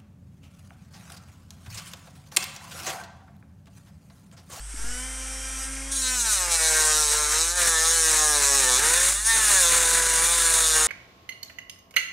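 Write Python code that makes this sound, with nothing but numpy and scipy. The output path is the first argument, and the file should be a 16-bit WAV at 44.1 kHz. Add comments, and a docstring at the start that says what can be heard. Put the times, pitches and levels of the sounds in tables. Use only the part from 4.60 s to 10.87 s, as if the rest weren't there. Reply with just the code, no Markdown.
"""A small rotary tool spins up in a workshop and its thin disc is pressed into a plastic case held in a vice.
One speed curve turns everything: motor tones, brushes, bearing and cut; noise adds the fan's air.
The load drags the speed down; the uneven rim bites once a turn, knocks the case and rasps in the slot.
The grip thuds softly near the start and mains hum lies under it all; one microphone."""
import sys
import numpy as np
from scipy import signal
from scipy.fft import rfft, irfft
from scipy.io import wavfile
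from scipy.ndimage import map_coordinates

SR = 44100
rng = np.random.default_rng(int(sys.argv[2]) if len(sys.argv) > 2 else 0)


def to_wav(s):
    """Save 16-bit WAV."""
    ch = np.atleast_2d(s).T  # columns
    pcm = np.round(np.clip(ch, -1, 1) * 32767)  # PCM
    wavfile.write(sys.argv[1], SR, pcm.astype(np.int16))


N = 276507

# motor: (time [s], tones level [dB], brushes level [dB], air level [dB])
MOTOR = [(0, -51, -51, -49), (.12, -61, -62, -42), (.18, -52, -39.5, -41), (.3, -41.5, -38.5, -38.5),
         (.42, -39.5, -35.5, -39.5), (.5, -42.5, -41.5, -38.5), (.92, -42, -36.5, -38),
         (1.03, -45, -32, -38), (1.1, -40.5, -39, -38.5), (1.3, -41.5, -46, -37), (1.6, -42, -34.5, -40),
         (1.78, -63.5, -37, -52), (6.27, -55.5, -63.5, -31)]
# how the motor housing colours brushes and air: (frequency [Hz], relative level [dB])
HOUSING = [(60, -33), (150, -22.5), (350, -23.5), (900, -17.5), (1150, -18.5), (1400, -11), (2600, -17),
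           (3200, -18.5), (4300, -23.5), (5700, -12), (6800, -15), (8600, -9), (10500, -17.5),
           (15500, -46.5)]
# the cut: (time [s], rasp of the disc level [dB], shaking of the case level [dB])
CUT = [(1.31, -34, -44), (1.32, -29, -57), (1.43, -26, -43), (1.45, -26, -37), (1.54, -26.5, -32),
       (1.61, -25, -40), (1.67, -25, -28), (1.72, -20.5, -34), (1.9, -29, -30.5), (1.92, -20.5, -30),
       (2.15, -19.5, -26.5), (2.5, -20.5, -30.5), (2.54, -21.5, -27), (2.68, -25.5, -32),
       (2.76, -20.5, -27), (2.9, -23, -33.5), (2.95, -31, -35.5), (2.99, -20, -26.5), (3.85, -19, -27),
       (4.16, -17.5, -26.5), (4.21, -23, -27.5), (4.27, -18.5, -25.5), (4.5, -18, -28.5),
       (4.54, -24.5, -34.5), (4.64, -30.5, -44), (4.67, -19, -33.5), (4.71, -19.5, -26), (5.04, -16, -24.5),
       (5.07, -18, -25.5), (5.43, -20, -27), (6.14, -18.5, -30.5), (6.16, -18, -26), (6.27, -18, -26)]
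CUT_START_S = CUT[0][0]


def from_db(db):
    """Turn decibels into a plain multiplier."""
    return 10 ** (np.asarray(db) / 20)


def rms_one(x):
    """Scale to an rms (average strength) of 1."""
    return x / np.sqrt(np.mean(x ** 2) + 1e-20)


def in_time(rows):
    """Read each column of a timed table at every sample."""
    s, *columns = np.transpose(rows)
    return [np.interp(np.arange(N) / SR, s, c) for c in columns]


def at_hz(points, hz):
    """Read a spectrum table at any frequency, on a log-frequency axis."""
    table_hz, table_db = np.transpose(points)
    return np.interp(np.log(hz), np.log(table_hz), table_db)


def drift(rate_hz):
    """Slow random wandering: noise smoothed twice, then scaled to rms 1."""
    # made at a 40th of the sample rate, then filled in
    r = np.exp(-80 * np.pi * rate_hz / SR)
    noise = rng.standard_normal(N // 40 + 2002)
    slow = signal.lfilter([1], [1, -2 * r, r * r], noise)[2000:]
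    return np.interp(np.arange(N) / 40, np.arange(len(slow)), rms_one(slow))


def colour(x, spectrum, size=4096):
    """Filter by a spectrum with no sound ahead of its cause (minimum phase); rms 1."""
    hz = np.fft.rfftfreq(size, 1 / SR) + 1
    log_gain = np.log(from_db(at_hz(spectrum, hz)))
    # folding the cepstrum puts the whole response after time zero
    cepstrum = irfft(log_gain)
    cepstrum[1:size // 2] *= 2
    cepstrum[size // 2 + 1:] = 0
    response = irfft(np.exp(rfft(cepstrum)))
    return rms_one(signal.fftconvolve(x, response)[:N])


def swell(turns, per_turn, sharp):
    """A strength that peaks `per_turn` times a turn; rms 1."""
    return rms_one(np.exp(sharp * np.cos(2 * np.pi * per_turn * turns)))


def orders(turns, table, waver_db, waver_rate, gain=lambda k: 1):
    """Tones on multiples of the shaft rate, each wavering in its own way; rms 1."""
    total = 0
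    for k, db in table:
        level = from_db(db + waver_db * np.tanh(drift(waver_rate)))
        total = total + gain(k) * level * np.cos(2 * np.pi * k * turns + k * k / 12)
    return rms_one(total)


def motor_tones(turns):
    """Imbalance hums at multiples of the shaft rate, with the bearing on top."""
    # (multiple of the shaft rate, relative level [dB])
    motor_orders = [(1, 0), (2, -8), (3, -11), (4, -14), (5, -11), (6, -6), (7, -13), (12, -5), (21, -9),
                    (22, -2), (24, -7), (32, -6), (33, -3)]
    tones = orders(turns, motor_orders, waver_db=2.5, waver_rate=2.5)
    bearing_db = -9  # against the motor tones
    return from_db(in_time(MOTOR)[0]) * (tones + from_db(bearing_db) * bearing(turns))


def bearing(turns):
    """Ball tones that throb as the bearing's cage goes round more slowly than the shaft."""
    cage_per_turn = .1396
    balls = orders(turns, [(8, 0), (9, -1)], waver_db=3, waver_rate=5)
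    return balls * swell(turns * cage_per_turn, per_turn=1, sharp=1.6)


def worn_surface(turns, memory, size=256):
    """Roughness round a rim, met again each turn and slowly wearing into a new pattern."""
    memory = np.clip(memory, 0, .999)
    fresh = rng.standard_normal((int(turns[-1]) + 203, size))
    rim = signal.lfilter([1], [1, -memory], fresh, axis=0)[200:].ravel()
    return rms_one(map_coordinates(rim, [turns * size], order=3))


def brushes(turns):
    """Brushes rub the commutator's worn surface; a thin rustling hiss follows the rasp of the cut."""
    rub = colour(worn_surface(turns, memory=0.93), HOUSING)
    rustle_db = -8.5  # against the rasp level
    fade_in = np.clip((np.arange(N) / SR - CUT_START_S) / .5, 0, 1) ** 2  # over 0.5 s
    thin_hiss = signal.sosfilt(signal.butter(2, 500, "high", fs=SR, output="sos"), rub)
    rustle = from_db(rustle_db + in_time(CUT)[0]) * fade_in * thin_hiss
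    return from_db(in_time(MOTOR)[1]) * rub + rustle


def fan_air():
    """The fan's rush of air: noise coloured by the housing."""
    return from_db(in_time(MOTOR)[2]) * colour(rng.standard_normal(N), HOUSING)


def chopper_whistle(turns):
    """The speed control's steady whistle, with side tones that move with the shaft."""
    chopper_hz = 8000
    # (offset from the whistle [multiples of the shaft rate], level [dB rms])
    sidebands = [(0, -54), (3, -48), (-3, -59)]
    chopped = chopper_hz * np.arange(N) / SR
    return sum(np.sqrt(2) * from_db(db) * np.sin(2 * np.pi * (chopped + k * turns)) for k, db in sidebands)


def hum():
    """Mains hum: steady tones."""
    # (frequency [Hz], level [dB rms])
    mains = [(50, -38), (150, -68.5)]
    t = np.arange(N) / SR
    return sum(np.sqrt(2) * from_db(db) * np.sin(2 * np.pi * hz * t) for hz, db in mains)


def handling():
    """Dull thuds of the grip on the housing and one slow pressure dip at the microphone."""
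    sway_s, sway_db, sway_width_s = .265, -26.5, 0.054
    # grip shifting on the tool: (time [s], level [dB], frequency [Hz], time to fall 60 dB [s])
    fumbles = [(0.14, -32, 274, 0.042), (0.193, -41, 301, 0.047), (0.242, -28, 245, 0.025)]
    t = np.arange(N) / SR
    out = -from_db(sway_db) * np.exp(-.5 * ((t - sway_s) / sway_width_s) ** 2)
    for s, db, hz, t60 in fumbles:
        age = np.clip(t - s, 0, 1)
        soft_start = 1 - np.exp(-age / 0.0017)
        out = out + from_db(db - 60 * age / t60) * soft_start * np.sin(2 * np.pi * hz * age)
    return out


def snagging():
    """Chatter wanders about its steady value and rises in each spell where the disc snags."""
    # (start [s], length [s], chatter [0-1])
    snags = [(1.74, .03, .75), (2.12, .12, .75), (2.52, .03, .8), (2.74, .05, .85), (3.01, .07, .8),
             (3.49, .06, .75), (3.79, .04, .8), (4.02, .04, .8), (4.2, .33, .88), (4.74, .3, .78),
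             (5.1, .92, .87), (6.17, .1, .75)]
    graze_chatter, steady_chatter, bed_in_s = .33, .52, .5  # cleaner until the disc beds in
    edge_s, wander = .03, .07
    t = np.arange(N) / SR
    steady = np.interp(t - CUT_START_S, [0, bed_in_s], [graze_chatter, steady_chatter])
    spells = []
    for s, length, top in snags:
        inside = np.clip(np.minimum(t - s, s + length - t) / edge_s + 1, 0, 1)
        spells.append(steady + (top - steady) * inside)
    return np.clip(np.max(spells, axis=0) + wander * drift(9), 0, .97)


def level_changes_db():
    """Brief dips and rises in the level of the cut."""
    # (centre [s], half-length [s], level change [dB])
    dips_and_rises = [(1.346, 0.016, -3.5), (1.64, .03, -3), (1.863, 0.023, -1), (1.981, 0.027, -7),
                      (2.473, .04, -3), (2.66, 0.032, 0), (2.876, 0.047, -2.5), (3.78, 0.027, -0.5),
                      (4.0, 0.027, 0.5), (5.86, .03, 3)]
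    t = np.arange(N) / SR
    return sum(db * np.clip(1 - np.abs(t - s) / half, 0, 1) for s, half, db in dips_and_rises)


def case_knocks(turns, speed_hz, chatter):
    """Bites knock the case at shaft multiples; the wall rings loudest and the bench echoes."""
    # (multiple of the shaft rate, relative level [dB])
    bite_orders = [(2, -5), (4, 9.5), (5, 7), (6, 13.5), (7, 8.5), (8, 10), (9, 7.5), (10, 8.5), (11, 2.5),
                   (12, 4.5), (13, -1.5), (14, 4), (15, -28), (16, -20), (17, -3.5), (18, -14)]
    # loudest ring of the case wall, shifting as the slot grows: (time [s], frequency [Hz])
    wall = [(1.35, 1440), (2.12, 1500), (2.76, 1366), (3.16, 1754), (3.45, 1677), (3.91, 1670),
            (4.05, 1880), (4.14, 1560), (4.6, 1873), (5.32, 1500), (5.71, 1610), (6.27, 1430)]
    wall_hz, wall_width_hz, wall_db = in_time(wall)[0], 100, 11
    bite_jitter_turns = .012  # times chatter and drift: bites come a little early or late

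    def wall_gain(k):
        """Shaft multiples near the wall's own ring come out louder."""
        return 1 + from_db(wall_db) / (1 + (2 * (k * speed_hz - wall_hz) / wall_width_hz) ** 2)

    jittered = turns + bite_jitter_turns * chatter * drift(25)
    knocks = orders(jittered, bite_orders, waver_db=5.0, waver_rate=6.0, gain=wall_gain)
    # the bench throws the knocks back upside down
    echo_samples, echo_gain = round(0.00141 * SR), 0.42
    knocks[echo_samples:] -= echo_gain * knocks[:-echo_samples].copy()
    return rms_one(knocks)


def three_lobe_tone(turns, speed_hz):
    """Three lobes a turn and their double, loudest where the clamping resonates."""
    lobes_db, lobes_hz, lobes_width_hz = -8.5, 486, 212
    resonance = 1 / (1 + (2 * (3 * speed_hz - lobes_hz) / lobes_width_hz) ** 2)
    tone = sum(from_db(db) * np.cos(2 * np.pi * k * turns) for k, db in [(3, 1.22), (6, 5.65)])
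    return from_db(lobes_db) * resonance * tone


def case_judder(bursts):
    """Chatter shakes the case with uneven bursts of noise."""
    # plastic case in the vice: (frequency [Hz], relative level [dB])
    case_spectrum = [(41, -69), (70, -10.5), (277, -14.5), (410, -5), (445, -10), (499, -5.5), (607, -10.5),
                     (1350, -2.5), (1520, 4.5), (2360, -2), (3500, -13), (4550, -11.5), (7700, -120)]
    return colour(bursts * rng.standard_normal(N), case_spectrum)


def rim_strikes(turns, speed_hz, ring_s, count=6):
    """The rim's high spot strikes once a turn; the contact rings in ways whose shares keep shifting."""
    samples_away = (turns - np.round(turns)) / speed_hz * SR
    click = np.exp(-.5 * (samples_away / .55) ** 2)
    age = np.arange(800) / SR
    rings = rng.standard_normal((count, len(age))) * np.exp(-age / ring_s)
    shares = np.array([drift(8) for ring in rings])
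    shares /= np.linalg.norm(shares, axis=0)
    return rms_one(sum(signal.fftconvolve(click * share, ring)[:N] for share, ring in zip(shares, rings)))


def disc_rasp(turns, speed_hz, chatter, bursts):
    """Once-a-turn grit and rough noise make the disc ring in a blend of two colours."""
    # share of the second colour: (time [s], share [0-1])
    blend_curve = [(1.31, .7), (1.5, 0.09), (2.1, 0.01), (2.85, 0), (3.0, .35), (3.25, 0.24), (3.9, 0.08),
                   (4.3, 1), (6.27, 1)]
    # first ringing colour of the disc: (frequency [Hz], relative level [dB])
    first_colour = [(1470, -17.5), (2500, -10.5), (2800, -18), (3320, -19.5), (3900, -2), (4110, -4.5),
                    (4570, -10.5), (5170, -9), (5660, -1), (6960, -2), (7750, 0), (9310, -2.5),
                    (10800, -15.5), (11400, -11.5), (15500, -25.5)]
    # second ringing colour of the disc: (frequency [Hz], relative level [dB])
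    second_colour = [(1470, 4.5), (2500, -71), (2780, -11), (3140, -25), (3530, -8.5), (4200, -11.5),
                     (5090, -17), (6110, -10), (6600, -4), (8300, -6.5), (9240, -1), (9970, -8),
                     (10800, -14), (15500, -28.5)]
    blend = np.clip(in_time(blend_curve)[0], 0, 1)
    grit = rim_strikes(turns, speed_hz, ring_s=.0022)
    # rough noise swells very slightly, a little slower than once a turn
    rough_noise = swell(turns, per_turn=0.94, sharp=0.096) * bursts * rng.standard_normal(N)
    scrape = np.sqrt(1 - chatter ** 2) * grit + chatter * rough_noise
    # the thin disc radiates no lows
    scrape = signal.sosfilt(signal.butter(4, 2600, "high", fs=SR, output="sos"), scrape)
    rasp = np.sqrt(1 - blend) * colour(scrape, first_colour) + np.sqrt(blend) * colour(scrape, second_colour)
    # both colours share one scrape, so turn down the middle of the blend
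    return rasp / np.sqrt(1 + 2 * np.sqrt(blend * (1 - blend)))


def cut(turns, speed_hz):
    """A clean cut repeats turn by turn; chatter breaks it into uneven bursts of noise."""
    judder_power, knock_flicker_db = 2.29, 4.5
    rasp_db, case_db = in_time(CUT)
    chatter = snagging()
    touching = np.clip((np.arange(N) / SR - CUT_START_S) / 0.0094, 0, 1)  # quick fade-in
    bursts = rms_one(from_db(2.34 * drift(105) + 2.2 * np.tanh(drift(14))))
    rough = chatter ** judder_power
    # knocks come and go while the disc chatters
    flicker = from_db(-knock_flicker_db * rough * np.abs(drift(6.2)))
    knocks = np.sqrt(1 - rough ** 2) * flicker * case_knocks(turns, speed_hz, chatter)
    shaking = knocks + three_lobe_tone(turns, speed_hz) + rough * case_judder(bursts)
    rasp = disc_rasp(turns, speed_hz, chatter, bursts)
    both = from_db(case_db) * shaking + from_db(rasp_db) * rasp
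    return touching * from_db(level_changes_db()) * both


def scene():
    """All sources at one microphone, the same on both channels."""
    # shaft: (time [s], speed [turns per second])
    shaft = [(0, 137), (.05, 153), (.15, 213), (.294, 242.8), (.454, 258.3), (.574, 261.5), (1.003, 263.9),
             (1.347, 271.6), (1.447, 258), (1.55, 253), (1.711, 212.2), (1.79, 184), (1.876, 173.5),
             (1.99, 161.5), (2.16, 156.5), (2.41, 152.5), (2.479, 147.5), (2.544, 151.6), (2.7, 149.5),
             (2.973, 179.1), (3.038, 170.4), (3.173, 159.9), (3.34, 165.8), (3.522, 156.5), (3.717, 150.3),
             (3.841, 140.8), (3.975, 139), (4.056, 128.1), (4.15, 124.5), (4.25, 155), (4.405, 178.9),
             (4.485, 183.3), (4.69, 227.5), (4.79, 223), (4.899, 205), (5.05, 170.5), (5.173, 169.5),
             (5.25, 166), (5.6, 163.5), (5.68, 170), (5.752, 170.3), (5.882, 164.4), (6.0, 163),
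             (6.09, 158.5), (6.266, 154.9)]
    speed_hz = in_time(shaft)[0]
    turns = np.cumsum(speed_hz) / SR
    tool = motor_tones(turns) + brushes(turns) + fan_air() + chopper_whistle(turns)
    return np.tile(tool + hum() + handling() + cut(turns, speed_hz), (2, 1))


def record(dry):
    """The input stage squeezes peaks, then a steep filter cuts the top."""
    cutoff_hz = 15700
    squeezed = .34 * np.tanh(dry / .34)
    return signal.sosfilt(signal.ellip(12, .5, 70, cutoff_hz, fs=SR, output="sos"), squeezed)


dry = scene()
out = record(dry)
to_wav(out)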